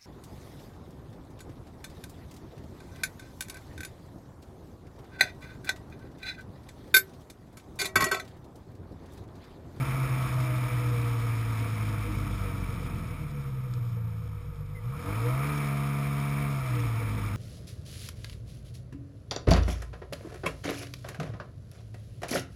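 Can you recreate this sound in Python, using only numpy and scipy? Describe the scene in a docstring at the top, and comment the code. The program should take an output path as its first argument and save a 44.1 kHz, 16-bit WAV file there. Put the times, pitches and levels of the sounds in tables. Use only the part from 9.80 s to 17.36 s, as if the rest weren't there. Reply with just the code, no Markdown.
"""A twin-cylinder two-stroke snowmobile, heard from the rider's seat, coasts to a stop on a snowy pond, revs once
and eases off. Firings ring the exhaust, the crank shakes the hood, metal parts clatter and snow hisses.
A second sled winds down to idle nearby; the track drums, the chassis knocks and the brake squeaks.
The camera holds each sample at a low rate, which adds a fizzy top."""
import sys
import numpy as np
from scipy import signal
from scipy.fft import rfft, irfft
from scipy.io import wavfile
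from scipy.ndimage import uniform_filter1d

SR = 44100
rng = np.random.default_rng(int(sys.argv[2]) if len(sys.argv) > 2 else 0)


def output_pcm(signal):
    """Save a mono or channel-first signal as 16-bit PCM at the path in sys.argv[1].

    Samples are clipped to [-1, 1] before scaling.
    """
    pcm = np.clip(np.atleast_2d(signal).T, -1, 1) * 32767
    wavfile.write(sys.argv[1], SR, np.round(pcm).astype(np.int16))


N = 333394

# Response of the exhaust pipe and silencer. Each row: frequency in Hz, relative level in dB.
PIPE = [(45, -45), (65, -11.5), (90, -7), (122, 7.5), (145, -0.5), (178, -12.5), (212, -10), (240, -22),
        (302, -8), (380, -33), (445, -29.5), (482, -19), (540, -37.5), (630, -11), (705, -24), (800, -69),
        (1000, -20.5), (1350, -27)]


def undb(db):
    """Decibels to amplitude gain."""
    return 10 ** (np.asarray(db) / 20)


def unit(x):
    """Scale to rms 1."""
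    return x / np.sqrt(np.mean(x ** 2))


def steady(x, seconds=0.16):
    """Scale to a running rms of 1."""
    power = np.abs(uniform_filter1d(x ** 2, int(seconds * SR)))
    return x / np.sqrt(power + 1e-18)


def curves(table):
    """Each column after the first (time in s), interpolated to one value a sample."""
    s, *columns = np.transpose(table)
    return [np.interp(np.arange(N) / SR, s, c) for c in columns]


def noise():
    """White noise of spread 1."""
    return rng.standard_normal(N)


def walk(rate_hz):
    """Smoothed random steps of rms 1, rate_hz steps a second."""
    step = int(SR / rate_hz)
    held = np.repeat(rng.standard_normal(N // step + 1), step)
    return unit(uniform_filter1d(held, step)[:N])


def bump(x, centre, spread):
    """Gaussian bell of height 1, down to 1/e at the spread."""
    return np.exp(-((x - centre) / spread) ** 2)


def colour(x, points, size=8192):
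    """Minimum-phase filter through (Hz, dB) points: a causal body set ringing."""
    hz, db = np.transpose(points)
    octave = np.log2(np.maximum(np.arange(size // 2 + 1) * SR / size, 1))
    known = np.log2(hz)
    outside = np.abs(octave - np.clip(octave, known[0], known[-1]))
    # 36 dB per octave beyond the end points, at most 60 dB
    response_db = np.interp(octave, known, db) - np.minimum(36 * outside, 60)
    # folding the cepstrum makes the response causal
    cepstrum = irfft(np.log(undb(response_db)))
    cepstrum[1:size // 2] *= 2
    cepstrum[size // 2 + 1:] = 0
    return signal.fftconvolve(x, irfft(np.exp(rfft(cepstrum))))[:N]


def firings(turns, scatter_db, weak_db, jitter):
    """Two pulses a crank turn, one per cylinder, scattered in size and time; every second one is weaker."""
    at = np.flatnonzero(np.diff(np.floor(2 * turns)))
    chance = rng.standard_normal((len(at), 2))
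    size = undb(scatter_db[at] * chance[:, 0] - weak_db[at] * (np.arange(len(at)) % 2))
    # jitter: fraction of the firing interval per dB of scatter
    late = jitter * scatter_db[at] * chance[:, 1] * np.gradient(at)
    return np.bincount(np.clip(at + late, 0, N - 1).astype(int), size, N)


def clatter(turns, repeat, depth, count=70):
    """Impacts recurring at the same crank angles, plus noise, in a rush that swells with each firing."""
    angle, size = rng.random(count), rng.standard_normal(count)
    crank_angle = np.arange(int(turns[-1]) + 1)[:, None] + angle
    when = np.interp(crank_angle, turns, np.arange(N), right=N)
    sizes = size + 0.61 * rng.standard_normal(when.shape)
    impacts = np.bincount(when.astype(int).ravel(), sizes.ravel(), N + 1)[:N]
    rush = np.exp(depth * np.cos(4 * np.pi * turns))
    return (repeat * steady(impacts) + noise()) * rush


def effort(crank_hz, load):
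    """Five level drivers: a constant, octaves below and above cruise, load, and the strain of speeding up."""
    cruise_hz, strain_lag_s = 50, 0.37
    octaves = np.log2(crank_hz / cruise_hz)
    # strain: upward octaves per second; the drive stays strained for a while
    keep = np.exp(-1 / (strain_lag_s * SR))
    strain = signal.lfilter([1 - keep], [1, -keep], np.maximum(np.gradient(octaves) * SR, 0))
    return np.array([np.ones(N), np.minimum(octaves, 0), np.maximum(octaves, 0), load, strain])


def drone(turns, crank_hz, load, soften_db=8, even_db=16, waver_db=2.0):
    """Regular part of the firings: crank overtones slide through the pipe's resonances; also their joint gain in dB."""
    # Overtone strength, from twice the crank rate upward. Each row: dB coasting, dB at full load.
    orders_db = [(3, 0.5), (-13, 1.5), (0, -3), (-1, -0.5), (-5.5, 7.5), (-6, -4), (-6, 1.5), (-8, -10),
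                 (-3.5, 5), (-23, 5), (-19, -6), (-13, 9), (-23, 0), (-16, 0), (-6, -2), (-20, -17),
                 (-30, -19), (-23, -9)]
    pipe_hz, pipe_db = np.transpose(PIPE)
    # octaves below 55 Hz: the pulses soften and even out
    slow = np.maximum(np.log2(55 / crank_hz), 0)
    out, power = 0, 0
    for order, (coast_db, load_db) in enumerate(orders_db, 2):
        db = np.interp(np.log(order * crank_hz), np.log(pipe_hz), pipe_db)
        db += coast_db + load * (load_db - coast_db)
        db -= soften_db * slow * np.clip(order - 6, 0, 2)
        db -= even_db * slow ** 2 * (order % 2)
        waver = waver_db * (order > 4) * (1.48 - 0.73 * load) * walk(18)
        gain = undb(db + waver)
        phase = rng.uniform(-np.pi / 2, np.pi / 2)
        out = out + gain * np.cos(2 * np.pi * order * turns + phase)
        power = power + gain ** 2
    return out, 10 * np.log10(power)


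def exhaust(turns, crank_hz, load, drive):
    """Clean under load, ragged off throttle, louder where an overtone meets a resonance of the pipe."""
    # Level laws: dB at cruise, dB per octave below it, dB per octave above it, dB at full load,
    # dB per octave a second of speeding up.
    boom_law = (-34.5, 4, 2.5, 2, 0.1)
    ring_law = (-53, 4, 5, -5, 4.5)
    # Brief dips and swells of the boom, the early ones as the two sleds' drones beat together.
    # Each row: middle in seconds, length in seconds, change in dB.
    level_dips_and_swells = [(0.126, 0.042, -8), (0.22, 0.064, 3), (0.266, 0.057, -4), (0.493, 0.067, -4),
                             (0.592, .05, 2), (.9, 0.045, -9), (3.368, 0.027, -10), (4.158, 0.4, 3),
                             (4.68, 0.18, -2), (5.01, 0.066, -2), (5.216, 0.095, -5.5), (6.851, .12, -4.5),
                             (7.118, 0.041, 1)]
    pipe_swell = 0.58  # share of the resonant gain that shows in the boom's level
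    # uneven firing against the drone: coasting, change at full load, dB lost per dB of resonance
    ragged_coast_db, ragged_load_db, ragged_tuned = -6, -42, 0.95
    ragged_db_per_octave = 5  # below cruise the firing settles toward an even idle
    ring_hz, ring_width_hz = 480.5, 19.7  # the pipe's sharpest resonance
    # swell as the eighth overtone crosses the ring: coasting, more at full load, half width
    bloom_db, bloom_load_db, bloom_hz = 7, 3, 13
    flutter_db, ring_flutter_db = .7, 2

    tone, tuned_db = drone(turns, crank_hz, load)
    # off throttle each firing is stronger or weaker than the mean
    at = np.flatnonzero(np.diff(np.floor(2 * turns)))
    uneven = np.bincount(at, rng.standard_normal(len(at)), N)
    ragged_db = ragged_coast_db + ragged_load_db * load ** 2
    ragged_db += ragged_db_per_octave * drive[1] - ragged_tuned * tuned_db
    boom = steady(tone) + undb(ragged_db) * steady(colour(uneven, PIPE[:8]))
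    t = np.arange(N) / SR
    dip_swell_db = sum(db * bump(t, s, length / 2) for s, length, db in level_dips_and_swells)
    boom_db = np.dot(boom_law, drive) + pipe_swell * tuned_db + dip_swell_db
    boom_db += flutter_db * (1 - load) * walk(20)

    # with the throttle open the pulses are regular, so overtones glide through the ring
    scatter_db = .7 + 4 * (1 - load) ** 3
    gas = steady(firings(turns, scatter_db, np.full(N, 3), jitter=.008)) + .3 * noise()
    ring = signal.lfilter(*signal.iirpeak(ring_hz, ring_hz / ring_width_hz, fs=SR), gas)
    ring = signal.lfilter(*signal.iirpeak(ring_hz, 3, fs=SR), ring)
    crossing = bump(8 * crank_hz, ring_hz, bloom_hz)
    ring_db = np.dot(ring_law, drive) + crossing * (bloom_db + bloom_load_db * load)
    ring_db += ring_flutter_db * (1 - load) * walk(25)
    return steady(boom) * undb(boom_db) + steady(ring) * undb(ring_db)


def engine():
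    """The rider's own machine: exhaust, shaking hood, metal clatter, snow under the skis and chassis rumble."""
    # Each row: time in seconds, crankshaft turns per second in Hz.
    crank = [(0.0, 67.1), (0.9, 61.44), (2.1, 53.24), (2.84, 46.18), (3.14, 42.64), (3.75, 32.67),
             (4.15, 28.84), (4.86, 24.1), (5.01, 26.24), (5.13, 34.07), (5.3, 50.76), (5.69, 73.63),
             (5.91, 70.02), (6.7, 70.66), (6.97, 59.7), (7.33, 52.94), (7.56, 50.58)]
    # Each row: time in seconds, throttle load from 0 to 1.
    throttle = [(0, 0), (1.4, 0.2), (2.3, 0), (4.3, 0.28), (4.95, 0.08), (5.2, 0.32), (5.85, 0.96),
                (6.7, 0.97), (7, 0.11), (7.56, 0)]
    # Spectra of the engine case, fins, snow and chassis. Each row: frequency in Hz, relative level in dB.
    case_spectrum = [(320, -31.5), (540, -12), (590, -8), (629, -1.5), (684, 1), (755, -6.5), (800, -9),
                     (905, 2.5), (1040, -1.5), (1110, 3), (1290, 7), (1540, -8), (1750, -8), (2280, -37.5),
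                     (3850, -120)]
    fins_spectrum = [(940, -44.5), (1600, 2.5), (1820, 3), (2110, 6.5), (2320, 12.5), (2560, 4), (2790, -1),
                     (2880, -34), (3000, -1), (3900, -72), (6600, -120)]
    snow_spectrum = [(1650, -23), (2800, -13), (2870, -2), (3110, 1), (3290, 0), (3630, 1.5), (4610, -8.5),
                     (4970, -2.5), (5360, -1), (5650, -4), (5900, 9.5), (7670, -54), (13000, -120)]
    rumble_spectrum = [(15, -35), (35, -2), (55, 6), (110, -6), (220, -3), (320, -6), (420, -15),
                       (700, -26.5)]
    # Level laws: dB at cruise, dB per octave below it, dB per octave above it, dB at full load,
    # dB per octave a second of speeding up.
    shake_law = (-48.5, 5, -0.5, 2, -1)
    case_law = (-44.5, 12, 10.5, -7.5, 2.5)
    fins_law = (-47.5, 16, 11.5, -5, 0.7)
    snow_law = (-51.5, 12.5, 8.5, -3, 1.1)
    rumble_law = (-45, 9.5, 6.5, -7, 2)
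    # hood resonance: centre, half width, height
    hood_hz, hood_spread_hz, hood_boom_db = 50.8, 2.7, 5.5
    # crossing rutted snow: middle, half length, extra shaking, extra rumble
    ruts_s, ruts_half_s, ruts_shake_db, ruts_rumble_db = 2.847, .55, 9, 4

    crank_hz, = curves(crank)
    load = np.clip(curves(throttle)[0], 0, 1)
    drive = effort(crank_hz, load)
    # the crank angle jitters, more off throttle, which smears the high overtones
    turns = np.cumsum(crank_hz) / SR + (.009 - .006 * load) * walk(70)

    # the hood shakes once a turn and booms as the crank passes its resonance
    ruts = bump(np.arange(N) / SR, ruts_s, ruts_half_s)
    shake_db = np.dot(shake_law, drive) + ruts_shake_db * ruts
    shake_db += hood_boom_db * bump(crank_hz, hood_hz, hood_spread_hz)
    shake_db += 2 * (1 - load) * walk(16)
    shake = np.sqrt(2) * np.sin(2 * np.pi * turns) * undb(shake_db)

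    # under load the metal parts strike more alike from turn to turn
    repeat = 0.38 + 0.64 * load
    case_db = np.dot(case_law, drive) + 0.66 * walk(25)
    case_sound = unit(colour(clatter(turns, repeat, depth=0.083), case_spectrum)) * undb(case_db)
    fins_db = np.dot(fins_law, drive) + 0.87 * walk(30)
    fins = unit(colour(clatter(turns, repeat, depth=0.036), fins_spectrum)) * undb(fins_db)

    grains = clatter(turns, repeat=0.21, depth=0.016) * undb(1.52 * walk(400))
    snow_db = np.dot(snow_law, drive) + 0.75 * walk(27)
    snow = unit(colour(grains, snow_spectrum)) * undb(snow_db)

    # the chassis rumbles with the running gear, less when the drive is taut
    rumble_db = np.dot(rumble_law, drive) + ruts_rumble_db * ruts + 1.3 * walk(4)
    rumble = unit(colour(noise(), rumble_spectrum)) * undb(rumble_db)
    return exhaust(turns, crank_hz, load, drive) + shake + case_sound + fins + snow + rumble


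def companion():
    """The second sled's exhaust: uneven firings, dull with distance, slowing to a lumpy idle."""
    # Each row: time in seconds, crankshaft turns per second in Hz, level in dB.
    second_sled = [(0, 63.08, -38.5), (.6, 57.4, -45), (1.4, 49.6, -51), (2.3, 34.15, -43.5),
                   (3.3, 25.76, -44), (4.1, 25.05, -67), (4.8, 25.47, -53), (6.2, 25.57, -61),
                   (7.56, 25.25, -44)]
    crank_hz, db = curves(second_sled)
    turns = np.cumsum(crank_hz) / SR
    pulses = firings(turns, np.full(N, 1.5), np.full(N, 1.2), jitter=0.0034)
    dull = [(50, -30), (100, -9), (145, -10), (190, -27), (300, -33.5)]
    return steady(colour(pulses, dull)) * undb(db)


def track():
    """Rubber lugs drum on the snow at a rate that follows the ground speed: a wavering tone and its octave."""
    # Each row: time in seconds, mean lug rate in Hz, mean level in dB.
    lugs = [(0, 334.7, -68), (2.2, 205, -67), (3, 160.9, -48), (3.5, 132.6, -46), (4, 101.2, -42.5),
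            (4.4, 75.74, -46), (4.8, 50.75, -44.5), (5.05, 46.13, -50), (5.4, 68, -97), (7.56, 179.2, -46)]
    lug_hz, db = curves(lugs)
    phase = 2 * np.pi * np.cumsum(lug_hz * (1 + 0.01754 * walk(18))) / SR
    drumming = np.sin(phase) + 0.055 * np.sin(2 * phase)
    return unit(drumming) * undb(db + 1.7 * walk(12))


def knocks(decay_s=0.004):
    """Short bright knocks from loose parts of the chassis: decaying bursts of coloured noise."""
    # Each row: start in seconds, envelope peak in dB ahead of the 0.4 gain.
    strikes = [(3.937, -37.5), (6.952, -32), (7.001, -30.5), (7.158, -36)]
    envelope, t = np.zeros(N), np.arange(N) / SR
    for s, db in strikes:
        envelope += undb(db) * (t >= s) * np.exp(-np.abs(t - s) / decay_s)
    bright = [(900, -6), (2000, -5), (3200, 1), (4000, -5), (5000, -2), (5700, 0)]
    return .4 * envelope * unit(colour(noise(), bright))


def brake():
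    """A brief squeak, likely the brake disc, as the sled stops: one sine with a jittery pitch."""
    # Each row: time in seconds, mean pitch in Hz, level in dB.
    chirp = [(4.94, 2080, -80), (4.953, 2085, -52), (4.988, 2020, -52), (5.005, 2065, -79)]
    hz, db = curves(chirp)
    # silent outside the table's span
    sounding = db > max(db[0], db[-1])
    phase = 2 * np.pi * np.cumsum(hz * (1 + .02 * walk(500))) / SR
    return sounding * np.sqrt(2) * undb(db) * np.sin(phase)


def scene():
    """Both sleds in the open, with no walls to echo."""
    return (engine() + companion() + track() + knocks() + brake())[None]


def record(dry):
    """The camera samples at a low rate and holds each value; the steps mirror the sound into the treble."""
    hold_hz, band_hz, top_hz = 12000, 5600, 15200
    leak_db = -19  # sound that slips past the input filter
    band = signal.sosfilt(signal.ellip(8, .1, 50, band_hz, fs=SR, output="sos"), dry)
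    samples = signal.resample_poly(band + undb(leak_db) * dry, hold_hz, SR, axis=1)
    held = np.repeat(samples, 4, axis=1)
    steps = signal.resample_poly(held, SR, 4 * hold_hz, axis=1)[:, :N]
    return signal.sosfilt(signal.ellip(12, .1, 80, top_hz, fs=SR, output="sos"), steps)


dry = scene()
out = record(dry)
output_pcm(out)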